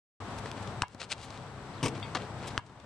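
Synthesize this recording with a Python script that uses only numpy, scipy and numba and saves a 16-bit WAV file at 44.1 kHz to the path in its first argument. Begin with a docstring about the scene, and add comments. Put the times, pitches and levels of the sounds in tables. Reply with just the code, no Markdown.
"""Over a soft wind, a shoe scuffs and a basketball slaps the asphalt of an outdoor court, the air inside it
ringing. A player runs up over loose grit, scuffs into his jump and dunks: the steel rim rattles and hums,
and the backboard shudders. He lands and the ball bounces again. A low hum and a faint bird lie behind, and
walls and trees return a thin echo. The camera's gain control ducks at each bounce and slowly lets the
wind back in."""
import sys
import numpy as np
from scipy import signal
from scipy.fft import rfft, irfft, next_fast_len
from scipy.io import wavfile
from scipy.ndimage import uniform_filter1d, minimum_filter1d
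from numba import njit

SR = 44100
rng = np.random.default_rng(int(sys.argv[2]) if len(sys.argv) > 2 else 0)


def generate_wav(sig):
    """Save sig (samples, or channels by samples) to the path in sys.argv[1] as 16-bit PCM at SR."""
    pcm = np.round(np.clip(np.atleast_2d(sig).T, -1, 1) * 32767).astype(np.int16)
    wavfile.write(sys.argv[1], SR, pcm)


N = 125685

# Wind common to both microphones, and the part that differs. Each row: frequency in Hz, gain in dB.
WIND_SPECTRUM = [(15, -61), (25, -16), (48, -9), (70, -4), (87, -4), (107, 0), (152, -5), (200, -4.5),
                 (322, -11.5), (457, -10), (493, -12.5), (813, -10), (1150, -13), (1280, -15),
                 (2640, -27.5), (3480, -28.5), (5890, -36.5), (7500, -40.5), (7880, -36.5), (8300, -39.5),
                 (9960, -44), (12900, -60), (21900, -120)]
WIND_SIDE_SPECTRUM = [(25, -12), (100, -9), (300, -7), (1000, 1.5), (3000, -5.5), (8000, -15.5),
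                      (10000, -26), (14000, -44)]
# Strength of the wind. Each row: time in seconds, gain in dB.
GUSTS = [(.2, -0.5), (.45, 1.5), (.8, -1), (1.1, 2.5), (1.498, 0.5), (1.8, 0.5), (2.1, -.5), (2.5, -1.5),
         (2.85, 1)]
# A low hum and the camera's thin whine. Each row: frequency in Hz, rms level in dB.
HUM_TONES = [(102.3, -50), (132, -53.5), (7854, -74.5), (7881, -81)]
# Stereo balance of the wind and of the court. Each row: frequency in Hz, left minus right in dB.
WIND_BALANCE = [(30, 0), (120, 4), (1200, 4), (4000, 7.5), (8000, 8.5), (13000, -2.5)]
COURT_BALANCE = [(40, 0.5), (150, 4), (1200, 3.5), (2500, 4.5), (4500, 7), (8000, 16), (10500, 11.5),
                 (13000, -1)]
# Contour of the bird's whistle. Each row: time in seconds, pitch in Hz, level in dB.
WHISTLE = [(1.735, 3600, -60), (1.757, 4800, -61), (1.775, 3950, -54), (1.795, 3350, -57),
           (1.821, 2850, -55)]
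# Single grains snapping. Each row: start in seconds, level in dB, tilt in dB per octave.
SNAPS = [(0.5154, -19, -2.5), (0.6752, -24.5, -3), (.8825, -21, 6), (0.9472, -20, 2), (1.3755, -22.5, -2),
         (1.9995, -30, -1), (2.2205, -26, -3), (2.4606, -28, -2)]
# Grit sprayed by a twisting sole. Each row: peak time in seconds, half length in seconds, level in dB.
SPRAYS = [(0.388, 0.0098, -49.5), (1.243, 0.016, -49), (2.48, 0.0099, -46)]
# Spectra of grit snapping, spraying and grinding, and of a sole's smack.
# Each row: frequency in Hz, gain in dB.
SNAP_SPECTRUM = [(300, -25), (1500, -2), (3500, 4.5), (7500, -7), (10000, -13.5), (14000, -28),
                 (21900, -80)]
SPRAY_SPECTRUM = [(500, -27), (2500, 6), (6000, -1), (9000, -2.5), (10500, -9.5), (12500, -15),
                  (14000, -32), (21900, -90)]
SCUFF_SPECTRUM = [(120, -47), (200, -22), (460, -0.5), (740, -2), (1030, -8.5), (1310, -1), (1820, -3.5),
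                  (2440, 0.5), (3330, -2.5), (4260, -2), (6300, -12), (8740, -15), (9960, -25),
                  (12900, -54), (21900, -120)]
SOLE_SPECTRUM = [(47, -46), (80, -11), (229, -0.5), (380, -3.5), (520, -1.5), (700, -1.5), (900, -2),
                 (1220, 1), (1430, -4), (1830, -3), (2060, -8.5), (2600, -9), (4100, -12.5), (4350, -11.5),
                 (9960, -41), (12900, -58), (21900, -120)]
# Footfalls of running and landing.
# Each row: start in seconds, level in dB, 60 dB decay time (t60) in seconds, tilt in dB per octave.
STEPS = [(0.4581, -31, 0.019, 0.3), (0.9467, -28, 0.043, -4.5), (.980, -39, 0.019, 1),
         (1.3037, -37.5, .03, 6.5), (1.978, -36, 0.014, -0.5), (2.186, -32.5, 0.0055, 0),
         (2.427, -34.5, 0.025, -4), (2.6956, -32.5, 0.043, -4.5), (2.80, -37, 0.018, 3.5)]
LANDING = [(2.1493, -22, .018, 2), (2.153, -17, .02, -2), (2.156, -28, 0.07, -1),
           (2.162, -32.5, 0.043, 1.5), (2.1703, -25.5, 0.025, 0.5)]
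# Sliding soles. Each row: peak time, rise and fall in seconds, level in dB, tilt in dB per octave.
SCUFFS = [(.485, 0.036, .025, -53, -1.5), (.575, 0.01, 0.013, -48, -2.5), (.628, 0.005, .006, -50.5, 3),
          (.925, 0.027, 0.024, -50, 4), (1.003, 0.0046, 0.0083, -32, 1), (1.018, 0.015, 0.019, -30, -1),
          (1.04, 0.0082, 0.011, -35.5, 1), (1.119, 0.012, .0115, -23, 1), (1.235, 0.051, 0.025, -42.5, 1.5),
          (1.34, 0.097, 0.079, -49, -1), (1.953, 0.0077, 0.017, -43, -3.5), (2.205, 0.018, 0.042, -44, -5),
          (2.445, 0.034, 0.026, -45.5, -3), (2.479, .005, 0.014, -43.5, -0.5),
          (2.508, 0.0088, 0.014, -49.5, 0.5), (2.667, 0.0098, 0.013, -48, 2.5)]
# Blows on the rim. Each row: start in seconds, rattle level in dB, rattle t60 in seconds,
# rattle tilt in dB per octave, ring level in dB.
RIM_BLOWS = [(1.8289, -25.5, 0.062, .7, -43), (1.8349, -29, 0.12, 0.4, -39), (1.841, -29.5, 0.1, .8, -45),
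             (1.854, -25.5, 0.046, -0.5, -33), (1.8601, -17, 0.022, .3, -32.5),
             (1.868, -28.5, 0.048, .5, -45), (1.8816, -28.5, 0.038, 2, -43.5)]
# The rim rocking on its mount. Each row: start in seconds, frequency in Hz, level in dB, t60 in seconds.
RIM_KNOCKS = [(1.831, 245, -24, .07), (1.8333, 126, -18, 0.063), (1.856, 310, -28, .05),
              (1.878, 302, -25, 0.037), (1.888, 450, -26.5, .05), (1.916, 474, -31, .07)]
# Modes of rim and backboard, and of the clink as the hoop is let go.
# Each row: frequency in Hz, level in dB, t60 in seconds.
RIM_MODES = [(117.4, -9, 0.08), (136.7, -8, 0.76), (202, -10, .15), (231.6, -4, 0.33), (274.5, -10.5, 0.38),
             (332.8, -6, 0.5), (397, -6, 0.25), (446, -8, .32), (505.2, -14, 0.35), (702, -11, 0.24),
             (954, -3.5, 0.088), (1106, -10, 0.11), (2253, -8, 0.12), (2850, -12, 0.12)]
CLINK_MODES = [(2050, -12, 0.18), (2220, -5, 0.18), (2510, -6.5, 0.2), (2720, -9, 0.13), (3260, -4.5, .14),
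               (3420, -9, .1), (3600, -2, 0.07), (4620, -9, 0.12)]
# Spectra of the rattling rim and shuddering backboard and pole. Each row: frequency in Hz, gain in dB.
RATTLE_SPECTRUM = [(47, -34), (80, 4), (127, -1), (179, -5.5), (335, 1), (799, -12.5), (958, 0.5),
                   (1410, -20), (2100, -14), (2850, -10.5), (4350, -24), (4910, -18), (5890, -17.5),
                   (7070, -30.5), (8650, -21.5), (9960, -38), (12900, -43), (21900, -120)]
SHUDDER_SPECTRUM = [(25, -47), (70, -19), (110, -10), (170, -5), (250, -1), (400, -0.5), (520, -7),
                    (700, -20), (2000, -47), (12000, -90)]
# Bounces of the ball. Each row: start in seconds, slap level in dB, slap width in ms, delay and width of
# its return in ms, return relative to the slap in dB, then levels in dB of the thump, the ring while
# squashed, the ring at lift-off and the grit.
BOUNCES = [(0.8209, 10, 0.038, 0.73, .043, -0.5, -6, -12, -3.5, -11),
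           (2.5779, 7.5, 0.047, 0.632, .085, -5, -9.5, -16, -15, -17)]
# Tone of the ball's slap. Each row: frequency in Hz, gain in dB.
SLAP_SPECTRUM = [(500, -2.5), (800, 2), (1150, 4), (2000, -1.5), (2700, 3), (3400, 0), (4100, -5),
                 (5400, -0.5), (7200, -4), (8700, 1), (11000, 3), (15000, -3)]
# Modes of the squashed shell and the air inside. Each row: frequency in Hz, level in dB, t60 in seconds.
SHELL_MODES = [(100, 0, .05), (255, -10, .03), (620, -9, .018)]
CAVITY_MODES = [(640, -15, 0.031), (847, -6.5, 0.029), (962, 0, 0.03), (990, -23, 0.12),
                (1210, -6.5, 0.029), (1360, -20, 0.041), (1666, -13, 0.051), (2100, -23, 0.055),
                (2227, -33, 0.16), (2770, -33, 0.14), (3270, -39, 0.16)]


def undb(db):
    """Amplitude ratio of a level in decibels."""
    return 10 ** (np.asarray(db) / 20)


def clock(length=N):
    """Sample times in seconds."""
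    return np.arange(length) / SR


def unit(x):
    """Normalisation to an rms of 1."""
    return x / np.sqrt(np.mean(x ** 2))


def at(x, start):
    """A delay that places a sound on the time line, at start seconds."""
    return np.pad(x, (int(round(start * SR)), N))[:N]


def colour(x, points, tilt_db=0):
    """Minimum-phase filter through (Hz, dB) points, tilted by tilt_db per octave."""
    size = next_fast_len(len(x) // 2 + 2048) * 2
    octave = np.log2(np.maximum(np.fft.rfftfreq(size, 1 / SR), 1))
    hz, db = np.array(points, float).T
    gain_db = np.interp(octave, np.log2(hz), db + tilt_db * np.log2(hz / hz[0]))
    cepstrum = irfft(np.log(undb(gain_db)))
    cepstrum[1:size // 2] *= 2  # folding onto positive time makes the filter causal
    cepstrum[size // 2 + 1:] = 0
    return irfft(rfft(x, size) * np.exp(rfft(cepstrum)))[:len(x)]


def cut(x, hz, kind, order=2):
    """Maximally flat low-pass or high-pass filter."""
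    return signal.sosfilt(signal.butter(order, hz, kind, fs=SR, output="sos"), x)


def noise(points, tilt_db=0, rough=0):
    """Short coloured noise of rms 1; log-normal roughness breaks it into grains."""
    white, graininess = rng.standard_normal((2, N // 8))
    return unit(colour(white * np.exp(rough * graininess), points, tilt_db))


def drift(rate_hz):
    """Random modulation of rms 1, gliding linearly between values drawn at rate_hz."""
    hold = int(SR / rate_hz)
    steps = np.repeat(rng.standard_normal(N // hold + 1), hold)
    return unit(uniform_filter1d(steps, hold)[:N])


def fade(t60, length=N // 8):
    """Exponential damping, 60 dB in t60 seconds."""
    return np.exp(-np.log(1000) * clock(length) / t60)


def ring(modes, scatter=0, attack_s=0.00014):
    """Free vibration as a sum of damped modes; scatter randomises their phases."""
    t = clock(N // 2)
    tones = sum(undb(db) * fade(t60, len(t)) * np.sin(2 * np.pi * (hz * t + scatter * rng.random()))
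                for hz, db, t60 in modes)
    return tones * (1 - np.exp(-(t / attack_s) ** 2))


def spread(x, balance):
    """A frequency-dependent level difference between the left and right microphones."""
    return np.array([colour(x, [(hz, side * db / 2) for hz, db in balance]) for side in (1, -1)])


def hum():
    """Slight frequency modulation makes the steady tones of hum and whine waver."""
    out = 0
    for hz, db in HUM_TONES:
        pitch = hz + 0.76 * drift(11.7)
        out += np.sqrt(2) * undb(db) * np.sin(2 * np.pi * np.cumsum(pitch) / SR)
    return out


def wind():
    """Turbulence gives broadband noise that swells in gusts; a part in antiphase widens it."""
    mid = undb(-41.5) * unit(colour(rng.standard_normal(N), WIND_SPECTRUM))
    side = undb(-54) * unit(colour(rng.standard_normal(N), WIND_SIDE_SPECTRUM))
    flicker_db = 0.82 * drift(14)
    gust = undb(np.interp(clock(), *np.array(GUSTS).T) + flicker_db)
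    return spread(gust * mid, WIND_BALANCE) + gust * np.array([side, -side])


def yard_echo(x, t60=0.24):
    """Diffuse reflection from walls and trees: convolution with a dull, decaying noise on each side."""
    tails = [cut(rng.standard_normal(N // 8), 4100, "low") * fade(t60) for _ in range(2)]
    return undb(-26.5) * np.array([signal.fftconvolve(x, h / np.linalg.norm(h))[:N] for h in tails])


def bird():
    """One distant whistle flicks up and falls, fluttering by frequency and amplitude modulation."""
    times, hz, db = np.array(WHISTLE).T
    pitch = np.interp(clock(), times, hz) * (1 + 0.067 * drift(600))
    level = uniform_filter1d(np.interp(clock(), times, undb(db), left=0, right=0), size=300)
    flutter = undb(5 * drift(140))
    return level * flutter * np.sin(2 * np.pi * np.cumsum(pitch) / SR)


def gravel():
    """A grain cracking under a sole is an impulse; many spraying away merge into a bright crackle."""
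    t, out = clock(N // 8), 0
    for start, db, tilt in SNAPS:
        impulse = t == 0
        tail = undb(-17) * rng.standard_normal(len(t)) * fade(0.0081)
        crack = colour(impulse + tail, SNAP_SPECTRUM, tilt)
        out += at(undb(db) * crack / np.linalg.norm(crack), start)
    middle = t.mean()
    for peak, half_length, db in SPRAYS:
        swell = np.exp(-((t - middle) / half_length) ** 2)
        out += at(undb(db) * noise(SPRAY_SPECTRUM, rough=0.96) * swell, peak - middle)
    return out


def footfalls():
    """Impact of a sole on asphalt gives a damped burst of noise and crunches the loose grit."""
    out = 0
    for start, db, t60, tilt in LANDING + STEPS:
        crunch = undb(-16) * noise(SCUFF_SPECTRUM, tilt_db=1, rough=0.98) * fade(0.028)
        smack = noise(SOLE_SPECTRUM, tilt) * fade(t60)
        out += at(undb(db) * (smack + crunch), start)
    return out


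def scuffs():
    """Sliding friction of a sole over grit gives a grainy noise that swells and dies away."""
    t, out = clock(N // 8), 0
    middle = t.mean()
    for peak, rise, fall, db, tilt in SCUFFS:
        width = np.where(t < middle, rise, fall)
        swell = np.exp(-np.abs((t - middle) / width) ** 1.41)
        out += at(undb(db) * noise(SCUFF_SPECTRUM, tilt, rough=0.98) * swell, peak - middle)
    return out


def hoop(shudder_start_s=1.831, clink_start_s=2.0265):
    """Impacts of ball and hand excite the rim's modes: it chatters, shakes the backboard, clinks once."""
    out = 0
    for mode in CLINK_MODES:
        clink = undb(-37.5) * ring([mode], scatter=1, attack_s=0.00077)
        out += at(clink, clink_start_s) * (1 + 0.45 * drift(300))
    steel = ring(RIM_MODES)
    for start, rattle_db, t60, tilt, ring_db in RIM_BLOWS:
        rattle = noise(RATTLE_SPECTRUM, tilt, rough=0.41) * fade(t60)
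        out += at(undb(rattle_db) * rattle, start)
        out += at(undb(ring_db) * steel, start) * (1 + 0.41 * drift(90))
    for start, hz, db, t60 in RIM_KNOCKS:
        out += at(ring([(hz, db, t60)], attack_s=0.0042), start)
    shudder = undb(-31.5) * noise(SHUDDER_SPECTRUM) * fade(0.3)
    return out + at(shudder, shudder_start_s)


def ball(squash_delay_s=0.003, contact_s=0.0118):
    """Impact radiates a slap and a thump; the air cavity resonates, muffled in contact, then freely."""
    out = 0
    for (start, slap_db, width_ms, return_ms, return_width_ms, return_db,
         thump_db, squash_db, lift_db, grit_db) in BOUNCES:
        age_ms = (clock() - start) * 1000
        pulse = np.exp(-0.5 * (age_ms / width_ms) ** 2)
        returned = undb(return_db) * np.exp(-0.5 * ((age_ms - return_ms) / return_width_ms) ** 2)
        slap = undb(slap_db) * cut(colour(pulse + returned, SLAP_SPECTRUM), 450, "high", order=1)
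        grit = undb(grit_db) * noise(SCUFF_SPECTRUM, tilt_db=3) * (fade(0.0056) + undb(-14) * fade(0.06))
        thump = -undb(thump_db) * ring(SHELL_MODES, attack_s=0.0012)
        muffled = undb(squash_db) * ring(CAVITY_MODES, attack_s=0.004)
        free = undb(lift_db) * ring(CAVITY_MODES, attack_s=0.0009)
        # lift-off drives the air with the opposite sign
        ringing = at(muffled, start + squash_delay_s) - at(free, start + contact_s)
        out += slap + at(thump, start) + at(grit, start) + ringing * (1 + 0.25 * drift(500))
    return out


def scene():
    """Superposition of the court's direct sound, its echo, the wind and the hum."""
    court = ball() + hoop() + footfalls() + scuffs() + gravel() + bird()
    return spread(court, COURT_BALANCE) + yard_echo(court) + wind() + spread(hum(), WIND_BALANCE)


@njit
def hold_peaks(x, retention):
    """An envelope follower with instant attack and exponential release."""
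    out, held = np.empty(len(x)), 0.
    for i in range(len(x)):
        held = max(x[i], held * retention)
        out[i] = held
    return out


def record(dry, threshold_db=-14, duck_db_per_db=0.72, release_s=0.46, onset_s=0.2012):
    """Compression and band limiting: the sound begins at about 0.2 s; the camera ducks on peaks and recovers
    slowly."""
    peak = -minimum_filter1d(-np.abs(dry).max(axis=0), size=64)  # running maximum
    excess_db = np.maximum(20 * np.log10(peak + 1e-9) - threshold_db, 0)
    duck_db = hold_peaks(excess_db * duck_db_per_db, np.exp(-1 / (release_s * SR)))
    fade_in = np.clip((clock() - onset_s) / 0.0023, 0, 1)
    ducked = cut(dry, 38, "high", order=1) * undb(-duck_db) * fade_in
    treble_cut = signal.ellip(8, 0.2, 70, 14500, fs=SR, output="sos")
    return signal.sosfilt(treble_cut, ducked)


dry = scene()
out = record(dry)
generate_wav(out)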